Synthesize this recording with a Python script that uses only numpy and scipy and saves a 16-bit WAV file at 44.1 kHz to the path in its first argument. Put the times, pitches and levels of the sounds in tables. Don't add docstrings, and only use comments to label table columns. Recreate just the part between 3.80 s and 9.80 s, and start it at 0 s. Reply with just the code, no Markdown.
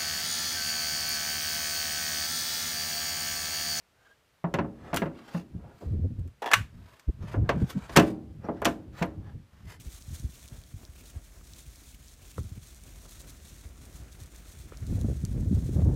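import sys
import numpy as np
from scipy import signal
from scipy.fft import rfft, irfft
from scipy.io import wavfile

SR = 44100
rng = np.random.default_rng(int(sys.argv[2]) if len(sys.argv) > 2 else 0)


def store_wav(level_fs):
    pcm = np.round(np.clip(np.atleast_2d(level_fs), -1, 1) * 32767)
    wavfile.write(sys.argv[1], SR, pcm.T.astype(np.int16))


N = 264546
RING_TIME = np.arange(SR * 3 // 4) / SR
BANDS_HZ = np.geomspace(60, 15000, 9)

# start_s, force_db, contact_ms, bass_db, boom_db
WING_BLOWS = [ (0.641, -18, .7, -6, 8), (0.739, -15.5, .25, -3, 0), (0.786, -15.5, .39, 1, 2),
              (0.845, -29, .9, 2, 0), (1.130, -20, .28, -3, -1.5), (1.143, -21, .4, 3, -2),
              (1.2185, -16.5, .42, -1, 1), (1.256, -28, .4, -2.5, 8), (1.545, -29, .55, 7, 18),
              (1.745, -30, 4, 0, 4.5), (2.009, -43, .8, -4, -12), (2.022, -28, 2, -9, -12.5),
              (2.620, -25, .28, -27, -32), (2.659, -24, .25, -22, -25), (3.541, -23, .6, -6.5, -8),
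              (3.691, -11, .24, -13, -14), (4.094, -31, .13, -6, -8), (4.1575, -14, .25, -7, -10.5),
              (4.1625, -6, .07, -9, -14), (4.171, -.5, .13, 2, -1), (4.193, -14, .17, -1, -8.5),
              (4.641, -31, 1.1, -1, -14), (4.6855, -16.5, 1, -2, -10), (4.818, -17, .52, -15, -18),
              (4.853, -14, .12, -4, -14), (4.864, -15, .2, 0, -10), (5.214, -24, .7, 0, 16),
              (5.2215, -17.5, .29, -3, 0)]
# frequency_hz, level_db
SKIN_SPECTRUM = [(30, -21), (70, -4), (130, -0.5), (300, 0), (550, 0), (900, -3.5), (1500, -6.5),
                 (2800, -12.5), (4500, -19), (6000, -17), (9000, -28), (15000, -31)]
# frequency_hz, t60_s
SKIN_TAIL_T60 = [(60, 1.0857), (300, 0.8), (700, 0.5475), (1500, 0.3418), (4000, 0.1764), (15000, 0.0068)]
# frequency_hz, level_db
SKIN_TAIL_DB = [(60, -19), (150, -14), (280, -8), (550, -21), (1500, -18.5), (4000, -20), (15000, -21)]
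# pitch_hz, level_db, t60_s
WING_RESONANCES = [(188, -11, .55), (229, -12, .6), (266, -12, .65), (310, -5, .55), (332, -8, .5),
                   (410, -6, .35), (486, -7, .2), (515, -10, .19), (558, -5, .3), (592, -11, .3),
                   (684, 2, .17), (778, -24, .6), (886, -9, .14), (950, -3, .12), (1030, -5, .14),
                   (1150, -8, .13), (1410, -10, .13), (1680, -6, .1), (1997, -8, .1), (2648, -8, .09),
                   (2861, -10, .09), (4384, -14, .08), (5864, -10, .07)]
# start_s, force_db, pitch_hz
FITTING_HITS = [(0.740, -34, 7000), (1.143, -28, 13500), (1.162, -24, 14000), (1.171, -17, 3300),
                (2.393, -57, 11700), (2.476, -55, 8500), (2.621, -44, 11500), (2.660, -42, 11500),
                (2.715, -17, 2300), (2.7345, -3.5, 2500), (2.739, -6.5, 1650), (3.196, -44, 5000),
                (3.692, -21, 1450), (3.909, -43, 4500), (4.163, -10, 5000), (4.171, -5, 2800),
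                (4.197, -18, 3000), (4.818, -44, 13000), (4.848, -24, 6500), (4.853, -17, 5600),
                (4.8545, -14, 3900), (5.226, -23, 1700)]
# frequency_hz, level_db
FITTING_SPECTRUM = [(100, -48), (400, -20), (800, -8.5), (1200, -2), (1700, -1), (2800, -5), (4800, -14),
                    (7200, -15), (10000, -21), (15000, -24)]
# pitch_hz, level_db, t60_s
FITTING_RESONANCES = [(1125, -3, .12), (1357, -4, .13), (1518, -7, .16), (1640, -4, .13), (1782, -10, .17),
                      (2860, -10, .13), (4400, -14, .1), (5900, -12, .09), (7220, -14, .08),
                      (8100, -18, .1)]
# start_s, level_db
LATCH_SLIDES = [(2.619, -32.5), (2.658, -30), (2.711, -29)]
# pitch_hz, width_hz, level_db
LATCH_RESONANCES = [(480, 120, -7), (689, 50, -1), (807, 70, 0), (937, 70, -1), (1770, 130, -8),
                    (2730, 200, -18), (3340, 200, -18), (5700, 500, -31)]
# middle_s, level_db, half_length_s, tilt_db_per_octave
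HANDLING_SCUFFS = [(0.28, -64, .05, -1), (1.08, -49, .06, -4.5), (1.40, -53.5, .04, -2),
                   (1.49, -51, .025, -1.5), (1.565, -47, .03, -1), (1.88, -54, .06, -10),
                   (2.04, -60, .06, 1), (3.12, -59.5, .11, -.5), (3.435, -50, .015, -3),
                   (3.51, -47, .035, -1.5), (3.67, -46, .015, -8), (3.82, -52.5, .06, -1.5),
                   (3.905, -43, .014, 1.5), (4.0, -50, .07, -2), (4.13, -48, .03, 0.5), (4.28, -51, .03, 1),
                   (4.66, -45, .02, -7), (4.78, -55, .04, -5), (5.195, -44.5, .025, -1),
                   (5.48, -55, .03, -5), (5.80, -65, .06, -0.5), (5.915, -49, .028, 1)]
# frequency_hz, level_db
SCUFF_SPECTRUM = [(100, -13.5), (400, 0), (1400, 1), (3000, -7), (6000, -12.5), (10000, -19),
                  (15000, -21)]
# middle_s, level_db, half_length_s, pitch_hz
RUB_SQUEAKS = [(0.21, -71, .03, 1570), (0.27, -60, .013, 1580), (0.318, -59, .013, 1590),
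               (2.729, -24, .005, 1700), (4.652, -66, .008, 5600), (5.26, -65, .005, 11700)]
# middle_s, level_db, half_length_s, pitch_hz
WIND_PUFFS = [(2.085, -29, .02, 90), (2.145, -26, .028, 95), (2.195, -28.5, .018, 100),
              (2.247, -23.5, .022, 100), (2.318, -31.5, .014, 100), (2.388, -32.5, .01, 90),
              (2.46, -36.5, .025, 80), (2.79, -33, .022, 95), (3.293, -19, .008, 85),
              (3.43, -35, .025, 100), (3.592, -21, .02, 100), (3.63, -23, .02, 110),
              (3.77, -27.5, .022, 150), (3.832, -20, .012, 130), (3.972, -25.5, .012, 175),
              (5.39, -35, .014, 105), (5.472, -39.5, .01, 100), (5.555, -36.5, .014, 85)]
# frequency_hz, level_db
FLUTTER_SPECTRUM = [(20, -7.5), (60, -4.5), (250, -1), (500, -15), (1000, -44), (3000, -77)]
# start_s, length_s, relative_level_db
BREEZE_GUSTS = [(0.63, .7, -49), (1.7, .16, -41), (2.03, .39, -40), (2.77, .22, -42), (3.3, 2.28, -45.5),
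                (3.55, .3, -35.5), (5.71, .29, -48.5)]
# frequency_hz, level_db
BREEZE_SPECTRUM = [(15, -31), (35, -14), (65, 0.5), (110, -2.5), (180, -9.5), (350, -26.5),
                   (900, -51.5), (3000, -76.5)]
# frequency_hz, level_db
YARD_SPECTRUM = [(25, -25), (60, -5), (120, -11), (250, -15), (500, -12), (1000, -15), (1500, -15),
                 (3000, -19.5), (7000, -27), (15000, -33)]


def wing_knocks(skin_db=5.5, modes_db=-17, cavity_db=-5, boom_hz=172, bass_hz=280, medium_force_db=-18):
    out, bands = np.zeros(N), dense_modes()
    mode_hz, modes = ring(WING_RESONANCES)
    attack = decay(t60_s=.1 * (BANDS_HZ / 1000) ** -.33)
    tail = amp(curve(SKIN_TAIL_DB, BANDS_HZ))[:, None] * decay(curve(SKIN_TAIL_T60, BANDS_HZ))
    spreading = 1 - np.exp(-RING_TIME / .001)
    boom_swell = decay(t60_s=.13) * (1 - np.exp(-RING_TIME / .006))
    for start_s, force_db, contact_ms, bass_db, boom_db in WING_BLOWS:
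        def contact_db(hz):
            treble_loss_db = 10 * np.log10(1 + (hz * contact_ms / 1000) ** 5)
            return bass_db / (1 + (hz / bass_hz) ** 4) - treble_loss_db

        tail_db = 1 - .35 * (force_db - medium_force_db)
        skin = strike(bands, attack + amp(tail_db) * tail)
        skin = colour(skin, lambda hz: skin_db + curve(SKIN_SPECTRUM, hz) + contact_db(hz))
        skin += (amp(modes_db + contact_db(mode_hz)) * strike_spot(len(modes))) @ modes
        pitch_hz = boom_hz * (1 + .04 * rng.standard_normal())
        boom = amp(cavity_db + boom_db) * boom_swell * np.sin(2 * np.pi * pitch_hz * RING_TIME)
        add(out, start_s, amp(force_db) * (skin * spreading + boom))
    return out


def fitting_clacks(crack_db=3.5, modes_db=-20, peak_db=5, tail_db=-19.5):
    out, bands = np.zeros(N), dense_modes()
    mode_hz, modes = ring(FITTING_RESONANCES)
    decays = decay(t60_s=.033 * (BANDS_HZ / 2000) ** -.1) + amp(tail_db) * decay(t60_s=.23)
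    for start_s, force_db, pitch_hz in FITTING_HITS:
        def part_db(hz):
            tilt_db_per_octave = 1.7 * np.log2(pitch_hz / 2000)
            lift_db = peak_db * resonance(hz, pitch_hz, width_hz=.22 * pitch_hz)
            return force_db + tilt_db_per_octave * np.log2(hz / 2000) + lift_db

        crack = strike(bands, decays[:, :SR // 3])
        crack = colour(crack, lambda hz: crack_db + curve(FITTING_SPECTRUM, hz) + part_db(hz))
        add(out, start_s, crack)
        add(out, start_s, (amp(modes_db + part_db(mode_hz)) * strike_spot(len(modes))) @ modes)
    return out


def latch_slide(grain_db=4, rise_s=.003, home_s=2.736, low_cut_hz=350):
    def body_db(hz):
        power = sum((amp(level_db) * resonance(hz, pitch_hz, width_hz)) ** 2
                    for pitch_hz, width_hz, level_db in LATCH_RESONANCES)
        return 10 * np.log10(power / (1 + (low_cut_hz / hz) ** 4))

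    slips = rng.standard_normal(N) * amp(grain_db * wander(N, per_s=500))
    jerks = sum(amp(level_db) * envelope(start_s, rise_s, rise_s, fall_s=.035)
                for start_s, level_db in LATCH_SLIDES)
    return unit_rms(colour(slips, body_db)) * jerks * envelope(0, home_s, rise_s, fall_s=.004)


def scuff(level_db, half_length_s, tilt_db_per_octave, grain_db=2.6, ripple_db=3.4):
    t = np.arange(-SR // 3, SR // 3) / SR
    slips = rng.standard_normal(len(t)) * amp(grain_db * wander(len(t), per_s=120))
    ripple_hz = np.geomspace(300, 16000, 110)
    ripple = np.c_[ripple_hz, ripple_db * rng.standard_normal(len(ripple_hz))]
    tilt_db = lambda hz: tilt_db_per_octave * np.log2(np.maximum(hz / 500, 1))
    hiss = colour(slips, lambda hz: curve(SCUFF_SPECTRUM, hz) + curve(ripple, hz) + tilt_db(hz))
    return amp(level_db) * unit_rms(hiss) / np.cosh(1.2 * t / half_length_s)


def squeak(level_db, half_length_s, pitch_hz, waver=.04, octave_db=-16):
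    t = np.arange(-SR // 10, SR // 10) / SR
    phase = 2 * np.pi * np.cumsum(pitch_hz * (1 + waver * wander(len(t), per_s=300))) / SR
    tone = unit_rms(np.sin(phase) + amp(octave_db) * np.sin(2 * phase))
    return amp(level_db) * tone * np.exp(-(t / half_length_s) ** 2 / 2)


def wind_puff(level_db, half_length_s, pitch_hz, waver=.32, flutter_db=-11):
    t = np.arange(-SR // 10, SR // 10) / SR
    cycles = np.cumsum(pitch_hz * np.exp(waver * wander(len(t), per_s=170))) / SR + rng.random()
    pressure = unit_rms(np.sin(2 * np.pi * cycles))
    flutter = amp(flutter_db) * shaped_noise(len(t), FLUTTER_SPECTRUM)
    swell = np.exp(-(t / half_length_s) ** 2 / 2)
    return amp(level_db) * swell * (pressure + swell * flutter)


def breeze(trim_db=-3, lumpy_db=4.2, calm_db=-75):
    rumble = shaped_noise(N, BREEZE_SPECTRUM)
    gusts = [amp(level_db) * envelope(start_s, length_s, rise_s=.04, fall_s=.05)
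             for start_s, length_s, level_db in BREEZE_GUSTS]
    lumps = amp(trim_db + lumpy_db * wander(N, per_s=22))
    return rumble * (amp(calm_db) + np.max(gusts, axis=0)) * lumps


def yard_air(level_db=-68.5):
    return amp(level_db) * shaped_noise(N, YARD_SPECTRUM)


def dense_modes():
    spectrum, hz = rfft(rng.standard_normal(2 * SR)), np.fft.rfftfreq(2 * SR, 1 / SR)
    weights = [np.interp(np.log(hz + 1), np.log(BANDS_HZ), row) for row in np.eye(len(BANDS_HZ))]
    return irfft(spectrum * np.array(weights))


def strike(bands, decays):
    offset = rng.integers(SR)
    return np.sum(bands[:, offset:offset + decays.shape[1]] * decays, axis=0)


def strike_spot(count, spread_db=1.5):
    polarity, strength = rng.standard_normal((2, count))
    return np.sign(polarity) * amp(spread_db * strength)


def ring(modes):
    pitch_hz, level_db, t60_s = np.transpose(modes)
    sines = np.sin(2 * np.pi * pitch_hz[:, None] * RING_TIME)
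    return pitch_hz, amp(level_db)[:, None] * decay(t60_s) * sines


def decay(t60_s):
    return np.exp(-np.log(1000) * RING_TIME / np.asarray(t60_s)[..., None])


def envelope(start_s, length_s, rise_s, fall_s):
    t = np.arange(N) / SR - start_s
    return np.clip(t / rise_s, 0, 1) * np.exp(-np.maximum(t - length_s, 0) / fall_s)


def resonance(hz, centre_hz, width_hz):
    return 1 / np.sqrt(1 + (2 * (hz - centre_hz) / width_hz) ** 2)


def wander(count, per_s):
    knots = rng.standard_normal(4096)
    whole, part = np.divmod(np.arange(count) * per_s / SR, 1)
    at = whole.astype(int)
    return knots[at] + (knots[at + 1] - knots[at]) * part ** 2 * (3 - 2 * part)


def shaped_noise(count, spectrum):
    return unit_rms(colour(rng.standard_normal(count), lambda hz: curve(spectrum, hz)))


def colour(sound, db_at, size=4096):
    gain_db = np.maximum(db_at(np.fft.rfftfreq(size, 1 / SR) + 1), -100)
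    cepstrum = irfft(np.log(amp(gain_db)))
    cepstrum[1:size // 2] *= 2
    cepstrum[size // 2 + 1:] = 0
    impulse_response = irfft(np.exp(rfft(cepstrum)))
    return signal.fftconvolve(sound, impulse_response)[:len(sound)]


def curve(points, hz):
    point_hz, value = np.transpose(points)
    return np.interp(np.log(hz + 1), np.log(point_hz + 1), value)


def amp(db):
    return 10 ** (np.asarray(db) / 20)


def unit_rms(sound):
    return sound / np.sqrt(np.mean(sound ** 2) + 1e-20)


def add(mix, start_s, sound):
    start = round(start_s * SR)
    sound = sound[max(-start, 0):]
    part = mix[max(start, 0):][:len(sound)]
    part += sound[:len(part)]


def scene():
    mix = yard_air() + breeze() + wing_knocks() + fitting_clacks() + latch_slide()
    for source, cues in (scuff, HANDLING_SCUFFS), (squeak, RUB_SQUEAKS), (wind_puff, WIND_PUFFS):
        for middle_s, *settings in cues:
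            sound = source(*settings)
            add(mix, middle_s - len(sound) / 2 / SR, sound)
    return mix[None]


def record(dry, ceiling=.75, cutoff_hz=15500):
    rounded = dry / (1 + (dry / ceiling) ** 4) ** .25
    low_pass = signal.firwin(255, cutoff_hz, window=("kaiser", 9), fs=SR)
    return signal.oaconvolve(rounded, low_pass[None], "same")


dry = scene()
out = record(dry)
store_wav(out)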